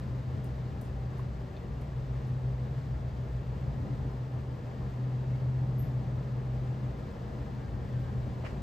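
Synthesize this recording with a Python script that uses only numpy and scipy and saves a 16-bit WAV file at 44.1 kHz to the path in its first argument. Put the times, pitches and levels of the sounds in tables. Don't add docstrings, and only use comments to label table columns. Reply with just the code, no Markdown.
import sys
import numpy as np
from scipy import signal
from scipy.fft import rfft, irfft
from scipy.io import wavfile

SR = 44100
rng = np.random.default_rng(int(sys.argv[2]) if len(sys.argv) > 2 else 0)


def wav_out(sig):
    wavfile.write(sys.argv[1], SR, np.round(np.clip(np.atleast_2d(sig).T, -1, 1) * 32767).astype(np.int16))


N = 380141
TIME = np.arange(N) / SR
BINS = np.fft.rfftfreq(N, 1 / SR)

# f/Hz, density/dB per Hz
AIR_SPECTRUM = [(20, -92.5), (45, -71.5), (62, -61.5), (95, -62.5), (145, -63.5), (240, -71), (330, -75.5),
                (500, -77), (900, -84.5), (1600, -88.5), (2400, -97), (4700, -103), (7500, -111.3),
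                (11800, -118.5), (15000, -118)]
# f/Hz, likeness (0 to 1), phase lead of the left/rad
AIR_COHERENCE = [(60, .99, .05), (350, .88, .27), (700, .5, .35), (1000, .3, 0), (1250, .05, -1.6),
                 (1500, .45, -3.1), (1780, .9, -6.2), (2800, .77, -5.8), (4600, .7, -5.9),
                 (5500, .55, -6.9), (7300, .95, -6.3), (10000, .9, -9.4), (12400, .9, -12.4),
                 (13800, .95, -12.7), (15200, .8, -15.4)]
# f/Hz, level difference/dB
AIR_BALANCE = [(60, 1), (110, 3.5), (200, 1), (380, 1), (700, 3.5), (1290, 1), (2380, 2.5), (4400, 3),
               (8120, 0), (15000, 1)]
# t/s, rumble level/dB, rush level/dB, hiss level/dB
AIR_SWELLS = [(0, 2, -0.6, 0), (.9, -1.5, -0.3, -0.1), (1.8, -3.5, -.7, -0.6), (2.2, -0.5, -.5, 0),
              (3.3, -2, -0.6, -0.5), (3.85, 3, 1.5, -0.2), (4.45, -2.5, -1.5, -0.5), (5.1, -2, -0.2, -0.3),
              (5.7, 2, 1, -0.5), (6.5, -1, 0.5, 0), (7.3, -1.5, 1.5, 0.5), (7.75, 1, 0, 0),
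              (8.05, 3, 0.7, 0.9), (8.62, -0.5, 1, 0.7)]
# t/s, level/dB
INFLOW = [(0, -0.5), (.9, -2), (1.7, -6), (2.7, -3.5), (3.3, -8), (3.9, 3), (4.55, -2), (5.1, .5),
          (6.2, 1.5), (7.0, 0.5), (8.62, 0.5)]
# f/Hz, width/Hz, level/dB, left-right difference/dB, share of the inflow's swing
CASING_MODES = [(57.3, 7.6, -53.5, 0, 0), (205.1, 11.2, -54.5, 6.5, .8), (283, 16, -61, 2, .8),
                (389, 28, -60, 2.5, 0), (469.5, 18, -60, 1.5, .2), (553.7, 12, -63.5, 2, .3),
                (588.3, 14, -64.5, 1, 0.057), (638, 12, -65, 4, 0.26), (779, 9, -64.5, 2, 0.1),
                (871, 70, -65.5, 5, .1), (1022, 13, -69.5, 1.5, 0.39), (1127, 16, -75.5, 8.5, 0),
                (2740, 9.1, -83, -2.5, 0), (4470, 6.5, -86, -1.5, 0), (6440, 3.6, -100, 2.5, 0),
                (8550, 4.4, -99, -8, 0.014)]

# t/s, level/dB, centre f/Hz, t60/s
TICKS = [(.442, -57.5, 12000, .025), (.812, -55.5, 12000, 0.035), (.851, -66, 7500, 0.049),
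         (1.178, -69, 8500, .2), (1.81, -69, 10500, 0.12), (2.27, -72, 12000, .17), (8.0, -75, 12500, .15)]
TICK_WIDTH_HZ, TICK_ATTACK_S = 15000, 0.0016
TICK_ECHO_DB, TICK_ECHO_HZ, TICK_ECHO_RISE_S, TICK_ECHO_T60_S = -11.5, 7000, 0.012, 0.22
# t/s, level/dB, centre f/Hz, t60/s
KNOCKS = [(1.191, -42, 1030, .04), (8.436, -39, 680, .04)]
KNOCK_Q, KNOCK_ATTACK_S = 3.2, 0.003
# t/s, strength/dB
CLINKS = [(1.566, 2), (1.572, -2.5)]
# f/Hz, level/dB, t60/s
CLINK_MODES = [(2550, -62, .04), (3580, -61, .04), (4020, -66, .04), (4330, -65, .04)]
# centre f/Hz, width/Hz, level/dB, t60/s
SCUFF_BODY = [(533, 380, -48, .12), (1100, 600, -51.5, 0.14), (1750, 800, -52, .15),
              (2350, 270, -55.5, .17), (2750, 450, -58, .17), (4380, 2200, -65, 0.45),
              (6950, 2500, -72, 0.48)]
SCUFF_S, SCUFF_ATTACK_S, SCUFF_HOLD_S = 8.441, 0.013, 0.019
# t/s, level/dB, f/Hz, length/s, waver as a share of f
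SQUEALS = [(5.2, -71, 2643, .225, .004), (5.322, -66, 2185, .05, .006), (7.585, -66, 1620, .11, .01),
           (7.715, -70, 1580, .13, .01), (7.73, -71, 1820, .11, .012), (7.915, -64, 1570, 0.094, .007),
           (7.915, -68, 1835, .094, .008), (8.02, -67, 1590, .09, .01)]
SQUEAL_EDGE_S, SQUEAL_WAVER_PER_S = 0.019, 29.5
# t/s, level/dB
PIPS = [(5.781, -61), (5.792, -53.5)]
PIP_HZ, PIP_SAG_HZ_PER_S = 12920, 25000
PIP_ATTACK_S, PIP_LENGTH_S = 0.003, 0.02

# f/Hz, level/dB
HUM = [(39.5, -57.5), (59.0, -51), (79.9, -53.5), (94.9, -63.5), (120.1, -45.5), (825, -78.5), (1179, -83)]
# t/s, level/dB
THROB = [(0, -49), (0.9, -45.5), (1.9, -47.5), (2.6, -43), (3.7, -39.5), (4.15, -57), (8.62, -59.5)]
THROB_HZ = 61.5
# t/s, level/dB
SECOND_FAN = [(0.0, -46), (0.84, -58), (1.08, -41), (1.56, -58), (1.66, -41), (2.33, -43.5), (2.47, -63),
              (2.76, -38.5), (3.27, -53.5), (3.62, -39), (4.82, -52), (5.71, -38.5), (6.53, -50.5),
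              (8.62, -47.5)]
# multiple of the shaft rate, level/dB, share of the inflow's swing
SHAFT_ORDERS = [(4, -49.5, 0.074), (5, -52, 0.056), (6, -51.5, .5), (11, -58.5, 0), (12, -63, 0),
                (15, -57.5, 0.96), (17, -74, 0), (20, -69.5, 0.02)]
SHAFT_HZ, BLADE_ORDER = 14.13, 10
# t/s, f/Hz
BLADE_RATE = [(0, 127.6), (0.85, 124.8), (2.4, 126.3), (4.1, 127.4), (4.9, 126), (5.5, 127), (6.2, 124.8),
              (6.7, 126.2), (8.62, 124.5)]
# t/s, level/dB
DRONE = [(0.0, -37), (0.48, -37), (0.8, -43.5), (1.22, -35), (1.7, -60), (2.0, -37), (2.52, -32),
         (2.97, -41), (3.4, -39), (4.4, -36.5), (4.66, -42.5), (5.08, -32), (5.62, -30.5), (6.26, -37),
         (6.55, -32), (6.86, -36), (7.02, -51), (7.5, -42), (7.78, -45), (7.95, -36.5), (8.27, -33.5),
         (8.62, -53)]

CUTOFF_HZ = 15500


def from_db(db):
    return 10 ** (np.asarray(db) / 20)


def rms_one(x):
    return x / np.sqrt(np.mean(np.abs(x) ** 2) + 1e-30)


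def in_time(rows):
    s, *columns = np.transpose(rows)
    return [np.interp(TIME, s, c) for c in columns]


def over_hz(rows):
    hz, *columns = np.transpose(rows)
    return [np.interp(np.log(BINS + 1), np.log(hz), c) for c in columns]


def drift(rate_hz):
    step = 100
    warm_up = 1000
    pole = np.exp(-2 * np.pi * rate_hz * step / SR)
    noise = rng.standard_normal(N // step + 2 + warm_up)
    slow = signal.lfilter([1], [1, -2 * pole, pole * pole], noise)[warm_up:]
    return np.interp(np.arange(N) / step, np.arange(len(slow)), rms_one(slow))


def tone(hz):
    turns = np.cumsum(hz * np.ones(N)) / SR + rng.random()
    return np.sqrt(2) * np.sin(2 * np.pi * turns)


def resonate(x, hz, width):
    r = np.exp(-np.pi * width / SR)
    return signal.lfilter([1, 0, -1], [1, -2 * r * np.cos(2 * np.pi * hz / SR), r * r], x)


def pan(db):
    return from_db(np.array([[db], [-db]]) / 2)


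def reflections(x, t60):
    age = TIME[:SR // 2]
    echoes = rng.standard_normal(len(age)) * from_db(-60 * age / t60)
    return signal.fftconvolve(x, echoes / np.linalg.norm(echoes))[:N]


def bursts(rows, hold=0, spread=0.8):
    out = np.zeros((2, N))
    for s, level_db, hz, width, attack, t60 in rows:
        start = round(s * SR)
        age = TIME[:min(SR, N - start)]
        mid, side = rng.standard_normal((2, len(age)))
        noise = mid + spread * side * [[1], [-1]]
        ring = resonate(resonate(noise, hz, width), hz, width)
        rise = np.clip(age / attack, 0, 1)
        decay_db = -60 * np.maximum(age - attack - hold, 0) / t60
        out[:, start:start + len(age)] += rms_one(ring) * rise * from_db(level_db + decay_db)
    return out


def air(lumpy_db=2.5, lumps_hz=7, patchy_db=1.0, hiss_patchy_db=0.5):
    likeness, lead = over_hz(AIR_COHERENCE)
    likeness = np.clip(likeness, 0, 1)
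    shared, left, right = rfft(rng.standard_normal((3, N)))
    sides = np.array([[0.5], [-0.5]])
    common = np.sqrt(likeness) * shared * np.exp(1j * lead * sides)
    separate = np.sqrt(1 - likeness) * np.array([left, right])
    level_db = over_hz(AIR_SPECTRUM)[0] + over_hz(AIR_BALANCE)[0] * sides
    noise = irfft((common + separate) * from_db(level_db) * np.sqrt(SR / 2), N)

    def lowpass(hz):
        return signal.sosfiltfilt(signal.butter(2, hz, fs=SR, output="sos"), noise)

    below_rush, below_hiss = lowpass(160), lowpass(1350)
    bands = below_rush, below_hiss - below_rush, noise - below_hiss
    flicker = lumpy_db * drift(lumps_hz), patchy_db * drift(15), hiss_patchy_db * drift(17)
    swells = in_time(AIR_SWELLS)
    return sum(band * from_db(swell + fast) for band, swell, fast in zip(bands, swells, flicker))


def casing(spread_hz=1100, sway_db=1.0):
    out = 0
    mid, side = rng.standard_normal((2, N))
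    inflow = in_time(INFLOW)[0]
    for hz, width, level_db, pan_db, share in CASING_MODES:
        stir = mid + min(hz / spread_hz, 0.7) * side * [[1], [-1]]
        ring = resonate(resonate(stir, hz, 1.3 * width), hz, 1.3 * width)
        swell = from_db(share * inflow + sway_db * drift(0.95))
        out = out + from_db(level_db) * pan(pan_db) * rms_one(ring * swell)
    return out


def ticks():
    direct, wash = [], []
    for s, db, hz, t60 in TICKS:
        direct.append((s, db, hz, TICK_WIDTH_HZ, TICK_ATTACK_S, t60))
        wash.append((s, db + TICK_ECHO_DB, TICK_ECHO_HZ, TICK_WIDTH_HZ, TICK_ECHO_RISE_S, TICK_ECHO_T60_S))
    return bursts(direct + wash)


def knocks():
    return bursts([(s, db, hz, hz / KNOCK_Q, KNOCK_ATTACK_S, t60) for s, db, hz, t60 in KNOCKS])


def clink():
    out = np.zeros(N)
    for s, strength_db in CLINKS:
        age = np.maximum(TIME - s, 0)
        for hz, db, t60 in CLINK_MODES:
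            decay_db = -60 * np.minimum(age / t60, 2)
            out += (age > 0) * from_db(strength_db + db + decay_db) * tone(hz)
    return out


def squeals(flutter_db=1.0, arch_db=4.0, rough=0.3, rough_hz=90, direct_db=-3.5, echo_db=-6.0, t60=0.3):
    out = np.zeros(N)
    for s, level_db, hz, length, waver in SQUEALS:
        inside = np.maximum(np.minimum(TIME - s, s + length - TIME), 0)
        edges = np.minimum(inside / SQUEAL_EDGE_S, 1)
        envelope = edges * from_db(level_db + arch_db * 2 * inside / length)
        pitch = hz * (1 + waver * drift(SQUEAL_WAVER_PER_S))
        flutter = from_db(flutter_db * drift(SQUEAL_WAVER_PER_S))
        out += envelope * flutter * (1 + rough * drift(rough_hz)) * tone(pitch)
    echoes = np.array([reflections(out, t60), reflections(out, t60)])
    return from_db(direct_db) * out + from_db(echo_db) * echoes


def chirp(t60=0.3):
    call = np.zeros(N)
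    for s, level_db in PIPS:
        since = np.clip(TIME - s, 0, PIP_LENGTH_S)
        envelope = np.interp(since, [0, PIP_ATTACK_S, PIP_LENGTH_S], [0, 1, 0]) ** 2
        call += from_db(level_db) * envelope * tone(PIP_HZ - PIP_SAG_HZ_PER_S * since)
    return call + reflections(call, t60)


def scuff(grit_db=1.5, grit_hz=130):
    rows = [(SCUFF_S, db, hz, width, SCUFF_ATTACK_S, t60) for hz, width, db, t60 in SCUFF_BODY]
    return from_db(grit_db * drift(grit_hz)) * bursts(rows, hold=SCUFF_HOLD_S)


def compressors(sway_db=2.0):
    steady = sum(from_db(level_db + sway_db * drift(0.74)) * tone(hz) for hz, level_db in HUM)
    return steady + from_db(in_time(THROB)[0]) * tone(THROB_HZ)


def second_fan(blade_gain_db=-2.0, speed_wander=0.002, sway_db=1.9):
    shaft = SHAFT_HZ * (1 + speed_wander * drift(0.9))
    out = from_db(in_time(SECOND_FAN)[0] + blade_gain_db) * tone(BLADE_ORDER * shaft)
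    inflow = in_time(INFLOW)[0]
    for order, level_db, share in SHAFT_ORDERS:
        sway = share * inflow + sway_db * drift(1.5)
        out += from_db(level_db + sway) * tone(order * shaft)
    return out


def louder_fan(flutter_db=0.5, jitter_hz=0.32):
    pitch = in_time(BLADE_RATE)[0] + jitter_hz * drift(9.7)
    level_db = in_time(DRONE)[0] + flutter_db * drift(17)
    return from_db(level_db) * tone(pitch)


def scene():
    background = air() + casing()
    incidents = ticks() + knocks() + clink() + squeals() + chirp() + scuff()
    low_lines = compressors() + second_fan() + louder_fan()
    return background + incidents + low_lines * pan(0.8)


def record(dry):
    return signal.sosfilt(signal.ellip(10, 0.1, 80, CUTOFF_HZ, fs=SR, output="sos"), dry)


dry = scene()
out = record(dry)
wav_out(out)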